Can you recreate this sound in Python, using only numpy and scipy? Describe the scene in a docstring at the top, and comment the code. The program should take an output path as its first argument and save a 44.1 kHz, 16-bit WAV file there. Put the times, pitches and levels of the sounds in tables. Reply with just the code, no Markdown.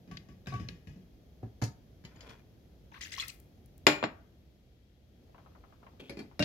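"""A small kitchen, heard close to the stove on a stereo microphone, its short tail well below the direct sound.
A spatula leaves a pan of thin curry, tapping and scraping the rim, and is laid on the counter: thuds, dense
modes and rings. A steel cup slides off the counter, splashes water into the gravy (crowds of ringing bubbles,
wash, mist) and is set down with a sharp knock. The gravy plops in soft noise bursts, then a utensil rasps as
it is taken up and bumps the cookware. Rumble, hum and a thin whine of shaped noise and tone run throughout."""
import sys
import numpy as np
from scipy import signal
from scipy.fft import rfft, irfft, next_fast_len
from scipy.io import wavfile
from scipy.ndimage import uniform_filter1d

SR = 44100
rng = np.random.default_rng(int(sys.argv[2]) if len(sys.argv) > 2 else 0)


def dump_mix(stems):
    """Bounce the given channels to the path in sys.argv[1] as a 16-bit WAV at rate SR."""
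    frames = np.atleast_2d(stems).T  # one column per channel
    limited = np.clip(frames, -1, 1)  # hard clip at full scale
    pcm = np.round(limited * 32767).astype(np.int16)
    wavfile.write(sys.argv[1], SR, pcm)


N = 284004
TIME = np.arange(N) / SR  # s, the whole scene
AGE = np.arange(SR * 3 // 4) / SR  # s, since the start of one event

# The kitchen's rumble. Each row: frequency in Hz, density in dB per Hz (relative).
ROOM_TONE = [(20, -7.5), (60, 7.5), (170, -1.5), (320, -6.5), (700, -16), (1000, -28), (3000, -33.5),
             (6300, -34), (8500, -50), (12000, -33), (16000, -43)]
# How loud the rumble stands. Each row: time in seconds, level in dB.
ROOM_LEVEL = [(4.0, -57), (4.95, -63), (5.25, -58)]
# Fine sizzle of the pan. Each row: time in seconds, level in dB before it is leaned to the left.
SIMMER = [(5.1, -78.5), (5.4, -76)]
# Likeness of the two ports in diffuse noise. 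Each row: frequency in Hz, left-right coherence from 0 to 1.
LIKENESS = [(60, 0.94), (250, 0.94), (600, 0.54), (1200, 0.034)]
# How far the left port leads. Each row: frequency in Hz, left minus right in dB.
LEFT_LEAD = [(350, 0), (1400, 4.5), (2800, 1.5), (5500, 8.5), (10000, 20), (15000, 10)]
# The room's tail. Each row: frequency in Hz, t60 in seconds.
KITCHEN_T60 = [(100, 0.41), (1500, 0.43), (4000, 0.26), (15000, 0.27)]

# Soft plops of the warming gravy. Each row: start in seconds, level in dB.
PLOPS = [(5.345, -59.5), (5.38, -59), (5.46, -62), (5.55, -61.5), (5.636, -61), (5.723, -63.5),
         (5.828, -61), (5.865, -56.5), (6.312, -63)]
# When the small bubbles pop between the plops: first and last second.
BUBBLING_S = (5.28, 6.0)
# Droplets flung from the splash and the cup's lip. Each row: landing in seconds, level in dB.
DROPLETS = [(3.283, -49), (3.401, -65), (3.66, -69.5), (3.78, -69.5)]
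# Single large bubbles and drips. Each row: start in seconds, starting pitch in Hz, bubble level in dB.
DRIPS = [(2.921, 880, -47), (2.942, 1483, -51), (3.036, 5540, -38.5), (3.18, 1065, -35),
         (3.198, 3350, -25.5), (3.226, 2054, -32)]
# Bubbling of the unbroken stream of water. Each row: time in seconds, level in dB.
STREAM = [(2.915, -63), (3.02, -64), (3.16, -49), (3.25, -51.5), (3.37, -80)]
# Gushes of the poured water. Each row: start in seconds, level in dB, length in seconds
# before a further 2 ms, typical bubble pitch in Hz.
GUSHES = [(2.94, -54.5, 0.039, 2000), (3.0086, -43.5, 0.026, 3430), (3.046, -49, 0.025, 3250),
          (3.12, -43, .02, 3900), (3.18, -42.5, 0.012, 3160), (3.197, -42.5, .026, 3940),
          (3.222, -48.5, 0.019, 2400), (3.279, -46, 0.023, 4350)]

# The spatula scrapes along the rim. Each row: time in seconds, level in dB.
RIM_SCRAPE = [(.46, -61), (.478, -50), (.51, -60), (.545, -56), (.61, -66), (.67, -79)]
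# Resonances of the pan wall that its slips excite, in Hz.
RIM_HZ = [1600, 2315, 2640, 3820]
# The cup slides off the counter. Each row: time in seconds, level in dB.
CUP_SLIDE = [(2.06, -67.5), (2.2, -63.5), (2.225, -57), (2.3, -52), (2.33, -58), (2.42, -70.5)]
# Resonances of cup and counter that its slips excite, in Hz.
CUP_SLIDE_HZ = [500, 960, 1460, 2440, 3320]
# The utensil drags as it is taken up. Each row: time in seconds, level in dB.
UTENSIL_RASP = [(5.997, -59), (6.004, -46), (6.025, -63.5), (6.09, -60.5)]
# Resonances of the utensil's drag, in Hz.
UTENSIL_RASP_HZ = [2560, 3250]
# Sharp ticks of spatula and utensil on the cookware. Each row: start in seconds, level in dB, t60 in seconds.
TICKS = [(0.171, -48.5, 0.028), (0.687, -47, 0.027), (6.425, -34, 0.098)]
# Colour of a tick. Each row: frequency in Hz, density in dB per Hz (relative).
TICK_COLOUR = [(900, -19), (1700, -4.5), (4250, 3.5), (5170, -4), (6790, -14.5), (8320, -49)]

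# Blows, one table for each thing struck. Each row: start in seconds, strength in dB, hardness in dB
# (brightens the blow), damping in dB (hand or gravy takes the ring away).
PAN_BLOWS = [(.075, -51, -7.5, 37), (.112, -45, -0.5, 1.5), (.286, -52, -2.5, 4.5), (.469, -41, 1.5, 5),
             (.521, -41.5, -17, -7), (.537, -39, -4, -4), (.597, -38.5, -7, 34), (.688, -49.5, 5, 31),
             (.871, -45, -4, 41), (.96, -51, -13, 36)]
# Spatula laid on the counter. Each row: start in seconds, strength, hardness and damping in dB.
COUNTER_BLOWS = [(1.429, -43, -34, 1), (1.616, -38.5, -10, 7), (1.621, -36.5, -3.5, -3.5),
                 (1.638, -59.5, 20, 9)]
# Cup picked up. Each row: start in seconds, strength, hardness and damping in dB.
CUP_TOUCHES = [(2.039, -51.5, -9, 23), (2.05, -52.5, 4.5, 5.5), (2.16, -59.5, -3, 9), (2.207, -65, 14, -5),
               (2.294, -67, 15.5, 1)]
# Cup set down. 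Each row: start in seconds, strength, hardness and damping in dB.
CUP_KNOCKS = [(3.8673, -29, 3, -0.5), (3.874, -35.5, 2, 20.5), (4.0274, -37.5, -10, 15),
              (4.0384, -36, -7, 7.5)]
# Utensil taken up. Each row: start in seconds, strength, hardness and damping in dB.
UTENSIL_TOUCHES = [(5.999, -51.5, -8, 19), (6.095, -45.5, 3, -5.5), (6.17, -45, -3.5, 31),
                   (6.19, -44, 0, 29.5)]
# Utensil against the cookware. Each row: start in seconds, strength, hardness and damping in dB.
COOKWARE_BUMPS = [(6.3935, -34, 2.5, 27), (6.4015, -32.5, -14.5, 2.1), (6.4245, -35, -3, 6.7)]
# Ringing modes, one table for each thing. Each row: frequency in Hz, relative level in dB, t60 in seconds.
PAN_MODES = [(400, -2.5, 0.074), (730, 3.5, 0.057), (1137, 1, 0.18), (1527, -8.5, 0.17), (2283, -14, 0.17)]
# Modes of the counter. Each row: frequency in Hz, relative level in dB, t60 in seconds.
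COUNTER_MODES = [(111.7, 9, 0.18), (292, 2, 0.14), (746, 0.5, 0.092)]
# Modes of the cup held in the hand. Each row: frequency in Hz, relative level in dB, t60 in seconds.
CUP_IN_HAND = [(1830, 2.4, 0.15), (3040, 9, 0.077), (4100, 5.4, 0.12), (4850, 7.9, 0.14), (6820, 9, 0.049)]
# Modes of the cup on the counter. Each row: frequency in Hz, relative level in dB, t60 in seconds.
CUP_ON_COUNTER = [(145, -8.5, .35), (298.5, 1.5, .27), (396.6, -1.5, .26), (599, -4, .28), (826, 0, 0.15),
                  (1073, -12, .3), (1431, -10.5, 0.44), (1805, -8, .33), (1946, -12, 0.28),
                  (2264, -13, 0.42), (2415, -8, 0.48), (2860, -10.5, .23), (3390, -12, 0.3),
                  (4180, -13.5, 0.37), (7100, -19, 0.37), (7400, -19.5, 0.15)]
# Modes of the cup's base. Each row: frequency in Hz, relative level in dB, t60 in seconds.
CUP_BASE = [(317, 0, 0.22), (851, 1.5, 0.079), (1133, 3, 0.13), (2740, 7, .04), (4050, -4, 0.044)]
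# Modes of the utensil. Each row: frequency in Hz, relative level in dB, t60 in seconds.
UTENSIL_MODES = [(554, -3, 0.25), (2222, 11.5, 0.04), (3980, 2.5, 0.042), (11130, 2.5, 0.056)]
# Modes of the cookware. Each row: frequency in Hz, relative level in dB, t60 in seconds.
COOKWARE_MODES = [(286, 6, 0.23), (602, 6, 0.072), (1547, -7, 0.62), (2784, -3.5, 0.84)]
# Dense, short-lived modes of most blows. Each row: frequency in Hz, density in dB per Hz (relative).
BLOW_COLOUR = [(300, 5.5), (800, 4), (1300, 1), (2600, -4), (3600, -10), (5200, -10), (7400, -20),
               (8400, -34.5), (10800, -22.5), (15500, -39)]
# Dense modes of the steel cup set down. Each row: frequency in Hz, density in dB per Hz (relative).
CUP_COLOUR = [(850, 6.5), (1150, 2.5), (2600, 0.5), (4200, -7), (5450, -8), (6400, -23.5), (6850, -6),
              (7550, -13), (8300, -42), (10800, -19), (15500, -33)]

EDGE_HZ = 15900  # top of the recorder's band
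MIST_HZ = 8250  # mist and droplets sound above this
WHINE_HZ, WHINE_DB = 3240, -87.5  # lower edge and level of the thin whine
PLOP_HZ, PLOP_OCTAVES_PER_DB = 723, -0.04  # pitch of the strongest plop; its sign lifts the weaker ones
DRIP_T60_AT_1K, DRIP_T60_SLOPE = 0.048, 0.28  # s at 1 kHz; octaves of t60 lost per octave of pitch
GRIT_T60 = 0.017  # s, one slip's speck of noise
THUD_OCTAVES_PER_DB = .045  # a lighter blow thuds higher
CLACK_PER_HARDNESS = .5  # dB of clack per dB of hardness
SOFTENING = 0.3  # dB of rise time per dB of hardness lost: softer contacts build more slowly
RING_WAVER_PER_S, ROUGH_HZ = 80, 3800  # loose contact makes the modes waver, fully so above this pitch
LEFT_RIGHT = np.array([[1], [-1]])


def amp(db):
    """Decibels to gain."""
    return 10 ** (np.asarray(db) / 20)


def evened(x):
    """Scales to rms 1."""
    return x / np.sqrt(np.mean(x ** 2) + 1e-20)


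def struck(x):
    """Scales a blow to rms 1 over its first 25 ms."""
    return x / np.sqrt(np.mean(x[..., :SR // 40] ** 2) + 1e-20)


def read(points, hz):
    """A spectrum read on a log-frequency axis."""
    f, value = np.transpose(points)
    return np.interp(np.log(hz + 1), np.log(f + 1), value)


def level(curve):
    """A dB curve as a gain for every sample."""
    return amp(np.interp(TIME, *np.transpose(curve)))


def dying(t, t60):
    """Falls 60 dB in t60 seconds."""
    return np.exp(-np.log(1000) * t / np.maximum(t60, 1e-3))


def add(mix, s, sound):
    """Mixes a sound in at s seconds."""
    part = mix[:, max(round(s * SR), 0):][:, :sound.shape[-1]]
    part += sound[..., :part.shape[1]]


def band(x, lo, hi, order=3):
    """Causal band-pass."""
    sos = signal.butter(order, [lo, min(hi, SR / 2 - 1)], "band", fs=SR, output="sos")
    return signal.sosfilt(sos, x)


def noise(size, colour=None):
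    """Stereo noise, alike in the bass and unrelated in the treble."""
    length = next_fast_len(size)
    hz = np.fft.rfftfreq(length, 1 / SR)
    a, b = rfft(rng.standard_normal((2, length)))
    same = np.clip(read(LIKENESS, hz), 0, 1)
    spectrum = np.array([a, same * a + np.sqrt(1 - same ** 2) * b])
    if colour is not None:
        spectrum = spectrum * amp(read(colour, hz))
    return evened(irfft(spectrum, length)[:, :size])


def background(hum_hz=64.8, hum_db=-68, apart_db=-14, whine_width_hz=45):
    """Room rumble, a wavering hum, a thin whine and the fine sizzle of the pan."""
    unrelated = np.array([noise(N, ROOM_TONE)[0] for port in range(2)])
    rumble = noise(N, ROOM_TONE) + amp(apart_db) * unrelated
    waver = evened(band(rng.standard_normal(N), 1.0, 5, order=1))
    hum = amp(hum_db) * evened((1 + 0.52 * waver) * np.sin(2 * np.pi * hum_hz * TIME))
    crackling = noise(N) * amp(3 * rng.standard_normal(N))
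    sizzle = evened(band(crackling, 1400, 4800, order=2)) * amp([[2.5], [-5]])  # leans left
    whine = amp(WHINE_DB) * evened(band(noise(N), WHINE_HZ, WHINE_HZ + whine_width_hz, order=2))
    return level(ROOM_LEVEL) * rumble + hum + whine + level(SIMMER) * sizzle


def kitchen(x):
    """A short diffuse tail of the room, each band dying at its own speed."""
    hz, t, z = signal.stft(noise(len(AGE)), SR, nperseg=256)
    faded = z * dying(t, read(KITCHEN_T60, hz)[:, None])
    tail = signal.istft(faded, SR, nperseg=256)[1][:, :len(AGE)]
    tail = tail * np.clip((AGE - .003) / 0.0036, 0, 1)  # silent for 3 ms, then fades in
    return signal.fftconvolve(x, tail / np.linalg.norm(tail[0]), axes=1)[:, :N]


def bubble(hz, t60, glide=0.17):
    """A trapped bubble rings and climbs in pitch as it nears the surface."""
    t = AGE[:SR // 16]
    climb = 1 + glide * np.minimum(t / max(t60, 1e-3), 1)
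    turns = np.cumsum(hz * climb) / SR
    lag = rng.uniform(-3.0, 2.6) * LEFT_RIGHT  # radians
    return np.sin(2 * np.pi * turns + lag) * dying(t, t60) * (1 - np.exp(-2 * hz * t))


def crowd(length, centre_hz, per_s, spread, cycles, size_db=6.5):
    """Bubbles of scattered pitch and size, trapped one after another; rms 1 while they form."""
    out = np.zeros((2, len(AGE)))
    draws = rng.random((900, 3))[:int(length * per_s) + 1]
    for k, (when, pitch, size) in enumerate(draws):
        hz = centre_hz * np.exp(spread * (2 * pitch - 1))
        gain = amp(-size_db * np.log(size + 0.17))
        add(out, (k + when) / per_s, gain * bubble(hz, cycles / hz))
    return out / np.sqrt(np.mean(out ** 2) * len(AGE) / (length * SR))


def plops(t60=0.1, splash_db=-9, splash_hz=2000, pops_db=-70, pop_cycles=16, rise=0.0027):
    """Thick bubbles burst with a dull puff and a thin splash; small ones pop between them."""
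    out = np.zeros((2, N))
    strongest_db = max(db for s, db in PLOPS)
    burst = dying(AGE, t60) * (1 - dying(AGE, rise))
    for s, db in PLOPS:
        hz = PLOP_HZ * 2 ** (PLOP_OCTAVES_PER_DB * (db - strongest_db))
        puff = struck(band(noise(len(AGE)) * burst, hz / 1.51, hz * 1.67))
        splash = struck(band(noise(len(AGE)) * burst, splash_hz / np.sqrt(2), splash_hz * np.sqrt(2)))
        add(out, s, amp(db) * (puff + amp(splash_db + db - strongest_db) * splash))
    for when, pitch, size in rng.random(size=(70, 3)):
        hz = PLOP_HZ * 2 ** (2 * pitch - .5)
        pop = amp(pops_db + 20 * size - 10 * pitch) * bubble(hz, pop_cycles / hz)
        add(out, BUBBLING_S[0] + when * np.ptp(BUBBLING_S), pop)
    return out * amp(LEFT_RIGHT)  # 2 dB to the left


def droplets(t60=.007):
    """Flung droplets land with tiny bright clicks."""
    out = np.zeros((2, N))
    for s, db in DROPLETS:
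        click = band(noise(len(AGE)) * dying(AGE, t60), MIST_HZ, EDGE_HZ, order=1)
        add(out, s, amp(db) * struck(click))
    return out


def drips(splat_db=-3):
    """A drop slaps the surface and leaves one ringing bubble; small bubbles die sooner."""
    out = np.zeros((2, N))
    for s, hz, db in DRIPS:
        tone = bubble(hz, DRIP_T60_AT_1K / (hz / 1000) ** DRIP_T60_SLOPE)
        size = tone.shape[1]
        splat = evened(band(noise(size), hz / 0.83, hz * 1.25)) * dying(AGE[:size], 0.055)
        splat *= 1 - dying(AGE[:size], 0.0033)  # the liquid yields, so the slap has a rounded edge
        add(out, s, amp(db) * (tone + amp(splat_db) * splat))
    return out


def pour(wash_db=-6, mist_db=-18, mist_t60=0.53, spit_db=5):
    """The stream bubbles on; each gush churns the gravy, traps a crowd of bubbles and throws up fine mist."""
    out = np.zeros((2, N))
    start_s, end_s = STREAM[0][0], STREAM[-1][0]
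    add(out, start_s, crowd(end_s - start_s, 3200, per_s=900, spread=0.66, cycles=28))
    out *= level(STREAM)
    for s, db, length, centre in GUSHES:
        length = length + .002
        wash = evened(band(noise(len(AGE)), centre / 2, centre * 2)) * np.exp(-AGE / length)
        spits = amp(spit_db * evened(uniform_filter1d(rng.standard_normal(len(AGE)), size=60)))
        mist = evened(band(noise(len(AGE)) * spits, MIST_HZ, EDGE_HZ, order=1)) * dying(AGE, mist_t60)
        bubbles = crowd(length, centre, per_s=1700, spread=0.687, cycles=32)
        add(out, s, amp(db) * (bubbles + amp(wash_db) * wash + amp(mist_db) * mist))
    return out * amp(LEFT_RIGHT)  # 2 dB to the left


def ring(modes, spread_hz=1800):
    """Dying modes; the higher ones waver more and reach the two ports out of step."""
    out = np.zeros((2, len(AGE)))
    for k, (hz, db, t60) in enumerate(modes):
        lag = rng.choice([-1, 1]) * min(hz / spread_hz, np.pi / 4) * LEFT_RIGHT
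        steps = rng.standard_normal(size=128) + 1j * rng.standard_normal(size=128)
        rough = min(hz / ROUGH_HZ, 1)
        wander = np.interp(AGE * RING_WAVER_PER_S, np.arange(len(steps)), steps)
        waver = (1 + rough * wander) / np.sqrt(1 + 2 * rough ** 2)
        mode = amp(db) * dying(AGE, t60) * waver * np.exp(2j * np.pi * hz * AGE)
        out += (-1) ** k * (mode * np.exp(1j * lag)).imag
    return struck(out)


def scrape(curve, resonances_hz, slips_per_s, grit_db, size_db=2.5, t60=.02):
    """A dragged thing sticks and slips; each slip gives a speck of grit and rings one resonance."""
    out = np.zeros((2, N))
    for hz in resonances_hz:
        sizes = amp(size_db * np.minimum(rng.exponential(size=N), np.pi))
        slips = (rng.random(N) < slips_per_s / SR) * sizes
        grit = struck(noise(len(AGE), BLOW_COLOUR) * dying(AGE, GRIT_T60))
        speck = ring([(hz, 0, t60)]) + amp(grit_db) * grit
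        out += signal.oaconvolve(slips[None], speck[:, :SR // 20], axes=1)[:, :N]
    touching = (TIME > curve[0][0]) & (TIME < curve[-1][0])
    return touching * level(curve) * evened(out)


def drags():
    """Stick-slip of the spatula on the rim, the cup on the counter and the utensil as it is taken up."""
    return (scrape(RIM_SCRAPE, RIM_HZ, slips_per_s=45, grit_db=-3)
            + scrape(CUP_SLIDE, CUP_SLIDE_HZ, slips_per_s=130, grit_db=4)
            + scrape(UTENSIL_RASP, UTENSIL_RASP_HZ, slips_per_s=600, grit_db=-7.5, t60=0.011))


def ticks():
    """A dry tick of dying noise with no thud."""
    out = np.zeros((2, N))
    for s, db, t60 in TICKS:
        add(out, s, amp(db) * struck(noise(len(AGE), TICK_COLOUR) * dying(AGE, t60)))
    return out


def blows(rows, modes, thud_hz, clack_db, click_db, ring_db, crack_db, t60, thud_t60, rise,
          ripple_db=6.0, click_hz=2000, dulling=0, boom=0, colour=BLOW_COLOUR):
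    """Each blow: a low thud of the support, a clack and a click of dense modes, and the thing's own ring."""
    out = np.zeros((2, N))
    # the contact cracks ahead of the ringing
    fade = dying(AGE, t60) * (1 + amp(crack_db) * dying(AGE, 0.016))
    # the dense modes cluster in peaks and valleys that belong to the thing, the same at every blow
    clusters = uniform_filter1d(rng.standard_normal(len(AGE) // 2 + 1), size=45)
    ripple = amp(ripple_db * evened(clusters))
    heaviest_db = max(row[1] for row in rows)
    sharpest_db = max(row[1] + row[2] for row in rows)
    for s, db, hardness, damping in rows:
        onset = 1 - dying(AGE, rise * amp(-SOFTENING * hardness))
        dense = irfft(rfft(noise(len(AGE), colour)) * ripple, len(AGE))
        hz = thud_hz * 2 ** (THUD_OCTAVES_PER_DB * (heaviest_db - db))
        thud = band(noise(len(AGE)) * dying(AGE, thud_t60), hz / 2.0, hz * 1.36, order=2)
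        # the thing rocks on its support
        rocking = np.sin(2 * np.pi * hz * AGE) * dying(AGE, thud_t60) * onset
        thud = struck(thud) + boom * struck(rocking)
        clack = band(dense * fade, 420, 2000) * onset
        # with dulling, a gentler contact is duller
        top_hz = EDGE_HZ * amp(dulling * (db + hardness - sharpest_db))
        click = band(dense, click_hz, max(top_hz, 2 * click_hz)) * fade * onset
        blow = struck(thud)
        blow = blow + amp(click_db + hardness) * struck(click)
        blow = blow + amp(clack_db + CLACK_PER_HARDNESS * hardness) * struck(clack)
        blow = blow + amp(ring_db - damping) * ring(modes) * onset
        add(out, s, amp(db) * blow)
    return out


def spatula_on_pan():
    """The spatula's blows boom the pan on its support; above the bass the pan lies further left."""
    pan = blows(PAN_BLOWS, PAN_MODES, thud_hz=123.4, boom=0.8, clack_db=-21.0, click_db=-12.0,
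                ring_db=-4.0, crack_db=20, t60=0.37, thud_t60=0.36, rise=0.034)
    return pan + band(pan, 710, 12000, order=1) * .2 * LEFT_RIGHT


def spatula_on_counter():
    """The spatula is laid down and the counter's low modes answer."""
    return blows(COUNTER_BLOWS, COUNTER_MODES, thud_hz=188, clack_db=-4.0, click_db=-4.5, ring_db=5.0,
                 crack_db=7.0, t60=0.16, thud_t60=0.17, rise=0.011, click_hz=4100)


def utensil_taken_up():
    """Light touches set off the utensil's short, high modes."""
    return blows(UTENSIL_TOUCHES, UTENSIL_MODES, thud_hz=278, clack_db=-11.5, click_db=-7.0, ring_db=-8.0,
                 crack_db=0, t60=0.18, thud_t60=0.26, rise=0.0061)


def cookware_bumped():
    """The utensil bumps the cookware, whose upper modes are long."""
    return blows(COOKWARE_BUMPS, COOKWARE_MODES, thud_hz=187, clack_db=-8.0, click_db=-6.0, ring_db=7.5,
                 crack_db=4.0, t60=0.16, thud_t60=0.1, rise=0.0034)


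def cup_up():
    """Touches of the cup as it is picked up, its modes short in the hand."""
    return blows(CUP_TOUCHES, CUP_IN_HAND, thud_hz=123, clack_db=-10.0, click_db=-9.0, ring_db=2.5,
                 crack_db=4, t60=0.16, thud_t60=0.12, rise=0.0058)


def cup_down(flat_s=4.052, held_t60=0.27, base_db=-1, shock_db=-7, shock_s=.0003):
    """The cup lands on its edge with one hard shock, chatters and rings until it rocks flat:
    its base clops and the counter damps the wall."""
    cup = blows(CUP_KNOCKS, CUP_ON_COUNTER, thud_hz=230, clack_db=8.0, click_db=5.5, ring_db=5.5,
                crack_db=14.5, t60=0.21, thud_t60=0.13, rise=0.003, ripple_db=0.5, dulling=0.56,
                colour=CUP_COLOUR)
    u = AGE / shock_s
    add(cup, CUP_KNOCKS[0][0], amp(shock_db) * band((1 - u) * np.exp(-u), 100, 7000))
    for s, db, hardness, damping in CUP_KNOCKS:
        if s > flat_s - .1:  # only the last knocks reach the base
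            add(cup, s, amp(db + base_db) * ring(CUP_BASE))
    return cup * dying(np.maximum(TIME - flat_s, 0), held_t60)


def ports(x):
    """The microphone's right port is shaded, so the treble leans left."""
    lead = read(LEFT_LEAD, np.fft.rfftfreq(2 * N, 1 / SR))
    gains = amp(np.array([lead, -lead]) / 2)
    gains = gains / np.sqrt(np.mean(gains ** 2, axis=0))
    return irfft(rfft(x, 2 * N) * gains)[:, :N]


def scene():
    """Spatula, cup, gravy and utensil, with the kitchen's tail and its background."""
    gravy = plops() + droplets() + drips() + pour()
    things = drags() + ticks() + spatula_on_pan() + spatula_on_counter()
    things = things + utensil_taken_up() + cookware_bumped() + cup_up() + cup_down()
    tail = kitchen(amp(-15.0) * things + amp(-13.0) * gravy)
    return ports(things + gravy + tail) + background()


def record(dry):
    """The microphone's low cut, then the recorder's band limit."""
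    thinned = signal.sosfilt(signal.butter(2, 42, "high", fs=SR, output="sos"), dry)
    band_limit = signal.firwin(511, EDGE_HZ, window=("kaiser", 9), fs=SR)
    return signal.oaconvolve(thinned, band_limit[None], "same")


dry = scene()
out = record(dry)
dump_mix(out)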